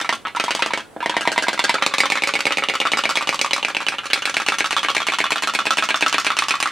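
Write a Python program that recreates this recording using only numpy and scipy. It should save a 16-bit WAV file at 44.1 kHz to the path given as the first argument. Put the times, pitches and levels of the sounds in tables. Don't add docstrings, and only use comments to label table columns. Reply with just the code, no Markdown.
import sys
import numpy as np
from scipy import signal
from scipy.fft import rfft, irfft, next_fast_len
from scipy.io import wavfile

SR = 44100
rng = np.random.default_rng(int(sys.argv[2]) if len(sys.argv) > 2 else 0)


def digitize_waveform(pressure):
    field = np.atleast_2d(pressure).T
    bounded = np.clip(field, -1, 1)
    quanta = np.round(bounded * 32767).astype(np.int16)
    wavfile.write(sys.argv[1], SR, quanta)


N = 295911
LENGTH = 6400

# (pop time [s], pop level before trims [dB], tick to pop [ms], pop to return [ms],
# return to settle [ms])
CYCLES = [(.0912, -4, 45.8, 34.3, 22.8), (.398, -4.5, 29.8, 40.8, 21), (.5063, -5.5, 25.7, 42.9, 20.8),
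          (.622, -6, 29.8, 38.3, 21), (.7344, -7, 28.9, 39.7, 21), (1.059, -5.5, 32.3, 36, 22.4),
          (1.166, -4.5, 25.3, 42.2, 15.2), (1.274, -4, 21.4, 43, 8.2), (1.3777, -3, 17.9, 45.5, 14.3),
          (1.4825, -3.5, 15.4, 47.5, 13), (1.5917, -5, 15.9, 47.7, 10), (1.6934, -6.5, 13.5, 47.8, 11.5),
          (1.79, -35, 7.6, 22.8, 9.7), (1.883, -35, 20.3, 27.6, 27.2), (2.0033, -.5, 20.9, 30.8, 21.1),
          (2.1203, -1.5, 19.9, 33.8, 18), (2.2358, -2, 14.9, 36.6, 17.6), (2.3531, -2, 15.8, 36.9, 14.8),
          (2.4673, -1.5, 13.6, 38.9, 15.6), (2.583, -3.5, 11.8, 39.3, 14.4),
          (2.6973, -3.5, 11.5, 39.9, 15.4), (2.8143, -5, 13.3, 37.7, 17.9), (2.9343, -2, 16.8, 36.7, 18.3),
          (3.054, -2, 17.3, 37.1, 15.4), (3.1715, -1.5, 16.7, 37.1, 15.1), (3.2905, .5, 18.2, 35.8, 17.1),
          (3.4131, .5, 21.8, 32.2, 14.7), (3.5322, -1, 23.4, 30.4, 18.1), (3.6479, -1, 20.4, 35.1, 19),
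          (3.7669, .5, 19.1, 36.5, 15.6), (3.8843, -.5, 18.9, 36.7, 17.9), (4.003, -35, 19.5, 31, 21.2),
          (4.132, .5, 31, 25.5, 17.9), (4.2539, -3, 33.1, 19.8, 21.9), (4.367, -1, 25.7, 32, 18.7),
          (4.4848, -2.5, 21.8, 35.3, 19.9), (4.6055, -2.5, 21.5, 37.3, 16.5),
          (4.7282, -5.5, 21.2, 36.7, 16.1), (4.8467, -5, 16.5, 37.9, 16.2), (4.9657, -3, 17.5, 36.3, 15.3),
          (5.0849, -3, 17.5, 35.2, 15.5), (5.2028, -2, 17.4, 37.2, 14), (5.3193, -2, 14.3, 38.1, 13.6),
          (5.435, -6, 12.8, 37.6, 14.6), (5.5498, -3.5, 13.1, 38.7, 14.5), (5.6677, -5, 13.7, 38, 14.6),
          (5.7842, -3.5, 13.4, 39.3, 13.9), (5.905, -4, 17, 37.7, 14.3), (6.0239, -1.5, 15.7, 38.2, 17.3),
          (6.1427, -3, 16.4, 38.5, 16.8), (6.2656, -1.5, 19.5, 36.9, 14.1), (6.3876, -1, 20.6, 33.8, 15.8),
          (6.507, -1.5, 23.5, 31.8, 14.3), (6.626, -3, 24.4, 30.7, 16)]
# (time [s], high ring level before trims [dB], high ring [Hz], low ring [Hz], then before trims and
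# relative to the high ring: low ring [dB], crack [dB], knock [dB]; knock [Hz])
SPUTTERS = [(.0004, -18.5, 1940, 1320, -1, -11, -16, 775), (0.012, -14, 3670, 1580, -1, -1, -1.5, 670),
            (.251, -21.5, 2380, 1310, 8.5, -19, -8, 579), (0.2689, -18, 2120, 960, 3, -11, -8, 805),
            (0.3485, -22, 2380, 1340, 8, -15, -3, 576), (0.361, -30, 3280, 1700, 3, 12.5, -2, 600),
            (0.9626, -47, 2240, 1500, 17, -6, 30.5, 635), (0.9685, -56, 2260, 1500, 9, -4, 25, 643),
            (1.004, -21.5, 2540, 1520, 6.5, -13, -1.5, 574)]
SNAP_COUNT = 4 * len(CYCLES) + len(SPUTTERS)


def engine():
    delay_s, bass_hz = .0006, 160
    rows = rattled(snaps())
    wet = irfft(rfft(rows) * rfft(basin()), LENGTH)
    wet = coloured(wet, lambda hz: 0.48 + 0.22 / (1 + (900 / (hz + 1)) ** 4))

    paths = rng.standard_normal(rows.shape) * dying(0.0034, .0001)
    paths = rfft(paths / np.linalg.norm(paths, axis=-1, keepdims=True))
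    apart = coloured(rows, lambda hz: paths * amp(-2.5) * (hz / 12000) ** 0.91)
    heard = rows + np.array([apart, -apart]) + amp(-3.5) * wet

    out = np.zeros((2, N + LENGTH))
    for k, row in enumerate(snap_rows()):
        start = round((row[0] + delay_s) * SR)
        out[:, start:start + LENGTH] += heard[:, k]
    wide = np.pad(out, ((0, 0), (0, next_fast_len(N + 2 * LENGTH) - N - LENGTH)))
    return coloured(wide, lambda hz: (1j * hz / (bass_hz + 1j * hz)) ** 3)[:, :N]


def snaps():
    s, db, high_hz, low_hz, low_db, crack_db, knock_db, knock_hz = snap_rows().T
    level_scatter_db, crack_scatter_db, pitch_scatter = 1.2, 2.5, .02
    chance = rng.standard_normal((SNAP_COUNT, 6)).T
    db = db + level_scatter_db * chance[0]
    low_db = low_db + level_scatter_db * chance[1]
    crack_db = crack_db + crack_scatter_db * chance[2]
    knock_db = knock_db + level_scatter_db * chance[3]
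    high_hz = high_hz * np.exp(pitch_scatter * chance[4])
    low_hz = low_hz * np.exp(pitch_scatter * chance[5])

    noise = lid_noise(db, low_db, crack_db)
    rings = lid_rings(s, db, high_hz, low_hz, low_db)
    push = amp(db + knock_db + 5.5)[:, None] * knock(knock_hz)
    return rings + noise + push


def snap_rows():
    # (time [s], high ring level [dB], high ring [Hz], low ring [Hz], low ring [dB], crack [dB],
    # knock [dB], knock [Hz])
    tick_colours = [(.05, -19.5, 2190, 1260, 6, -10, -5, 790), (.4, -20, 2040, 910, 8.5, -8, -16, 800),
                    (1.1, -21.5, 2010, 960, 7.5, -8, -28, 800), (1.76, -15.5, 1990, 960, -6, -19, -29, 650),
                    (1.86, -8.5, 2650, 1130, -3.5, -3.5, -8.5, 540),
                    (2.6, -4, 2750, 990, -23, -11, -14, 530), (3.2, -10, 3000, 1090, 0.5, -1.5, -12, 536),
                    (3.75, -6, 2770, 970, -15, -14.5, -19.5, 535),
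                    (4.1, -11.5, 2980, 1430, -3.5, -13, -12, 517),
                    (4.5, -10.5, 2950, 1200, -5, -3.5, -14, 866), (5.1, -9.5, 2880, 1090, 1, -3, -15, 874),
                    (5.6, -13, 2700, 950, -2.5, -1, -7, 597), (6.0, -10, 2880, 1010, -3, -3.5, -14, 650),
                    (6.7, -13, 2750, 1040, 1, -4.5, -14, 633)]
    return_colours = [(.13, -14, 3430, 1210, 10.5, 3.5, 0, 680), (.5, -15, 3100, 1170, 2, 0, -0.5, 670),
                      (1.1, -11.5, 3030, 1000, -2.5, -5, -7.5, 585),
                      (1.3, -14, 2820, 1600, -3, -2.5, -2, 664), (1.75, -14.5, 3300, 1540, 2, 2.5, -2, 530),
                      (1.85, -19, 2200, 1160, 12, -21, -3, 545),
                      (2.2, -10, 2470, 1260, -4.5, -1, -12.5, 550),
                      (2.6, -9.5, 2270, 1250, -4, -16.5, -6.5, 566),
                      (3.0, -13, 2510, 1240, 6, -0.5, -5, 720), (3.45, -17.5, 2630, 1105, 9.5, -3, -8, 576),
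                      (3.9, -18, 2670, 1320, 3.5, -4, -6.5, 794), (4.55, -13.5, 2420, 1290, 6, -8, -9, 835),
                      (4.8, -9.5, 3400, 1210, 6, -5, -16, 485), (5.0, -10, 2500, 1160, 1.5, -7, -14.5, 645),
                      (5.4, -13, 2500, 1280, 6.5, -2, -11, 634),
                      (6.0, -11.5, 2700, 1250, 6.5, -6.5, -11.5, 650),
                      (6.7, -19, 2350, 1250, 12.5, -1, -8, 790)]
    settle_colours = [(.15, -20, 2970, 1320, -9, -4, -20, 800), (1.1, -32.5, 3130, 1540, 21, -8, -6, 650),
                      (1.3, -24, 1900, 1600, 10, 2.5, 4.5, 645),
                      (1.76, -19.5, 2330, 1440, 13.5, 1.5, 0.5, 640),
                      (1.82, -3, 2330, 1180, -2.5, -10, -13.5, 556),
                      (2.1, -10.5, 1760, 1150, -2, -2.5, -13, 540),
                      (2.6, -8.5, 3160, 1090, -7.5, -6.5, -16.5, 600),
                      (3.0, -12, 2870, 1210, 2.5, -6, -9, 550), (3.15, -19, 1815, 1210, 6, 2.5, -7.5, 542),
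                      (3.9, -20, 1830, 1040, 3, -5, -7, 553), (4.3, -15, 1930, 1560, -1.5, -7.5, -11, 557),
                      (4.65, -16.5, 1760, 1620, -3, -3.5, -16, 545),
                      (4.8, -12.5, 3240, 1177, -4, -3, -11, 590),
                      (5.75, -17, 2840, 1350, 6.5, -1, -4.5, 610),
                      (5.9, -13.5, 2000, 1360, 4.5, -1.5, -11, 590),
                      (6.7, -16, 1850, 1150, -5, -6.5, -16, 605)]
    # (time [s], high ring [Hz], low ring [Hz], low ring [dB],
    # crack [dB], knock [dB], knock [Hz])
    pop_colours = [(.1, 2100, 890, -10, -8.5, -13.5, 677), (.55, 2790, 1500, -2.5, -4.5, -10, 570),
                   (.75, 2120, 1730, -4.5, -10, -5.5, 596), (1.05, 2030, 890, -8.5, -11, -5, 640),
                   (1.7, 2140, 970, -5.5, -4, -10, 637), (2.0, 2140, 1870, -14, -8, -15, 764),
                   (2.8, 2240, 1410, -12.5, -20.5, -12.5, 786), (3.2, 2330, 1510, -15, -7.5, -14.5, 583),
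                   (3.55, 2330, 1400, -18, -7, -17.5, 566), (3.8, 2490, 1700, -16, -16, -17, 735),
                   (4.2, 2330, 1415, -9.5, -2.5, -20, 547), (4.5, 2280, 1650, -9, -14.5, -11, 727),
                   (5.2, 2310, 1580, -10.5, -13, -12, 646), (6.2, 2490, 1690, -7, -11, -13.5, 640),
                   (6.4, 2450, 1310, -11, -6.5, -16, 630)]
    misfire_db, misfire_loss_db = -30, 8.5

    s, db, lead_ms, back_ms, after_ms = np.transpose(CYCLES)
    tick = s - lead_ms / 1000
    back = s + back_ms / 1000
    settle = back + after_ms / 1000
    back_db, *back_colour = colour(return_colours, back)
    back_db = back_db - misfire_loss_db * (db < misfire_db)
    cycle = [[tick, *colour(tick_colours, tick)],
             [s, db, *colour(pop_colours, s)],
             [back, back_db, *back_colour],
             [settle, *colour(settle_colours, settle)]]
    in_turn = np.transpose(cycle, (2, 0, 1)).reshape(4 * len(s), -1)
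    return np.vstack([in_turn, SPUTTERS])


def lid_rings(s, db, high_hz, low_hz, low_db):
    # (time [s], level before the return boost [dB])
    upper_levels = [(0, -21), (1.0, -20.5), (2.0, -16.5), (4.2, -24), (4.7, -15), (6.0, -15.5), (6.7, -24)]
    return_upper_db = 3.5
    first_gain = 0.23 * db
    k = np.arange(SNAP_COUNT)
    is_return = (k % 4 == 2) & (k < 4 * len(CYCLES))
    upper_db = low_db + colour(upper_levels, s)[0] + return_upper_db * is_return
    upper_hz = np.full(len(s), 3620.)

    low = ring(low_hz, spread=0.11, t60=0.049, attack=0.001, first_db=7.5 + first_gain)
    high = ring(high_hz, spread=0.047, t60=0.039, attack=0.00042, first_db=13.5 + first_gain)
    upper = ring(upper_hz, spread=0.05, t60=0.029, attack=0.0024, first_db=-27)
    low = amp(db + low_db - 0.5)[:, None] * low
    high = amp(db - 0.61)[:, None] * high
    return low + high + amp(db + upper_db)[:, None] * upper


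def ring(centre_hz, spread, t60, attack, first_db):
    lid_hz = [765, 963, 1022, 1043, 1177, 1116, 1307, 1446, 1368, 1607, 1618, 1574, 1905, 1840, 1984, 2033,
              2214, 2343, 2227, 2424, 2560, 2474, 2500, 2530, 2700, 2786, 2950, 3230, 3520, 3410, 3520,
              3250, 3534, 3707]
    t = np.arange(LENGTH) / SR
    scatter = amp(2.5 * drifting((len(lid_hz),), memory=.8))
    phase = 0.76 * rng.standard_normal((len(lid_hz), 1))
    modes = np.sin(2 * np.pi * np.outer(lid_hz, t) + phase)
    shape = dying(t60, attack) + amp(first_db)[..., None] * dying(0.0038, attack)
    return peak_one(nearness(lid_hz, centre_hz, spread) * scatter @ modes * shape)


def lid_noise(db, low_db, crack_db):
    # (frequency [Hz], relative density level [dB per Hz])
    dense_lid = [(500, -51), (800, -14.5), (1000, 5.5), (2300, 7.5), (3100, 3.5), (4500, -3.5),
                 (6000, -9.5), (9000, -16.5), (11500, -28), (16000, -38)]
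    noise = drifting((2, LENGTH), memory=0.952)
    soft = 0.00019 * amp(-.7 * db)[:, None]
    body = coloured(noise[:, 0], lambda hz: amp(along(dense_lid, hz)) * (hz < 4500)) * dying(0.083, soft)
    treble = coloured(noise[:, 1], lambda hz: amp(along(dense_lid, hz)) / (1 + (3800 / (hz + 1)) ** 6))
    crack = treble * (dying(0.0065, 0.00048) + amp(-9) * dying(0.043, soft))
    body_gain = amp(db + np.minimum(low_db, 0) - 0.5)[:, None]
    return body_gain * peak_one(body) + amp(db + crack_db + 2.5)[:, None] * peak_one(crack)


def knock(centre_hz):
    # (frequency [Hz], width [Hz], relative level [dB],
    # share that answers wherever the push lands [0-1])
    hull_modes = [(167, 20, -8, 0.9), (226, 9.4, 4, 1), (319.4, 40, 4, 0.96), (431, 67, 5.5, 0.82),
                  (547.6, 47, 6.5, 0.89), (647, 72, 8.5, 0.04), (800, 125, 7.5, 1)]
    lag_s = 0.00064
    f = np.fft.rfftfreq(LENGTH, 1 / SR)
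    centre, width, level_db, always = np.transpose(hull_modes)[..., None]
    modes = amp(level_db) * 1j * f * width / (centre ** 2 - f ** 2 + 1j * f * width)
    share = always[:, 0] + 1.51 * nearness(centre[:, 0], centre_hz, spread=0.08)
    push = dying(0.0034, 0.00063)
    return peak_one(coloured(push, lambda hz: share @ modes * np.exp(-2j * np.pi * hz * lag_s)))


def rattled(rows):
    span_s, crease_db, grows = .016, -12.5, 0.35
    crease_hz = 1500
    db = snap_rows()[:, 1]
    late = span_s * (.5 + .5 * np.tanh(drifting((5,), memory=.9)))
    gain = amp(np.minimum(crease_db - grows * db, 0))[:, None] * drifting((5,), memory=0.803)

    def steps(hz):
        repeats = sum(g[:, None] * np.exp(-2j * np.pi * hz * t[:, None]) for g, t in zip(gain.T, late.T))
        return 1 + hz / (hz - 1j * crease_hz) * repeats

    return coloured(rows, steps) / np.sqrt(1 + np.sum(gain ** 2, axis=1, keepdims=True))


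def basin():
    # (frequency [Hz], time to fall 60 dB [s])
    decay_times = [(200, 0.39), (1000, 0.16), (3000, 0.21), (8000, 0.22), (15000, 0.12)]
    # (frequency [Hz], left-right likeness [-1 to 1])
    likeness = [(100, 0.48), (400, 0.86), (1500, 0.96), (4000, 0.94), (9000, 0.39), (15000, 0.042)]
    hz, t, z = signal.stft(drifting((2, LENGTH), memory=0.926), SR, nperseg=256)
    z = z * amp(-60 * t / along(decay_times, hz)[:, None])
    tail = signal.istft(z, SR, nperseg=256)[1][..., :LENGTH]
    tail = tail * (1 - amp(-np.arange(LENGTH) / SR / 0.000053))
    tail /= np.linalg.norm(tail, axis=-1, keepdims=True)
    return paired(tail[:, 0], tail[:, 1], likeness)


def hush():
    # (frequency [Hz], relative density level [dB per Hz])
    spectrum = [(15, -40), (30, -14), (80, -6.5), (430, -4), (600, -6), (960, -8), (1500, -14), (3000, -21),
                (5500, -28.5), (10500, -23), (13000, -38), (16000, -32)]
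    # (frequency [Hz], RMS level before the stereo balance [dB])
    whine = [(8000, -69), (11348, -88)]
    noise_db = -46
    likeness = [(60, 0.068), (300, 0.3), (3000, 0.66), (9000, 0.084)]  # (frequency [Hz], left-right likeness)
    white = rng.standard_normal((2, next_fast_len(N)))
    a, b = coloured(white, lambda hz: amp(along(spectrum, hz)))
    pair = paired(a, b, likeness)[:, :N]
    t = np.arange(N) / SR
    tones = sum(amp(db + 3) * np.sin(2 * np.pi * hz * t) for hz, db in whine)
    return amp(noise_db) * pair / np.sqrt(np.mean(pair ** 2)) + tones


def amp(db):
    return 10 ** (np.asarray(db) / 20)


def along(points, hz):
    f, v = np.transpose(points)
    return np.interp(np.log(hz + 1), np.log(f + 1), v)


def colour(table, s):
    when, *cols = np.transpose(table)
    return [np.interp(s, when, c) for c in cols]


def peak_one(x):
    return x / np.abs(x).max(-1, keepdims=True)


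def coloured(x, gain):
    return irfft(rfft(x) * gain(np.fft.rfftfreq(x.shape[-1], 1 / SR)), x.shape[-1])


def paired(a, b, alike):
    turn = lambda hz: np.arccos(along(alike, hz)) / 2
    mid = coloured(a, lambda hz: np.cos(turn(hz)))
    side = coloured(b, lambda hz: np.sin(turn(hz)))
    return np.array([mid + side, mid - side])


def dying(t60, attack):
    t = np.arange(LENGTH) / SR
    return amp(-60 * t / t60) * (1 - np.exp(-t / attack))


def drifting(shape, memory):
    fresh = rng.standard_normal((SNAP_COUNT, *shape))
    fresh[4:] *= np.sqrt(1 - memory ** 2)
    return signal.lfilter([1], [1, 0, 0, 0, -memory], fresh, axis=0)


def nearness(hz, centre_hz, spread):
    return amp(-6 * (np.log(np.array(hz) / centre_hz[:, None]) / spread) ** 2)


def scene():
    return (engine() + hush()) * amp([[-.45], [.45]])


def record(dry):
    top_hz = 15800
    clipped = dry / (1 + np.abs(dry / 1.05) ** 8) ** (1 / 8)
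    wide = np.pad(clipped, ((0, 0), (0, next_fast_len(N + SR // 4) - N)))
    return coloured(wide, lambda hz: hz < top_hz)[:, :N]


dry = scene()
out = record(dry)
digitize_waveform(out)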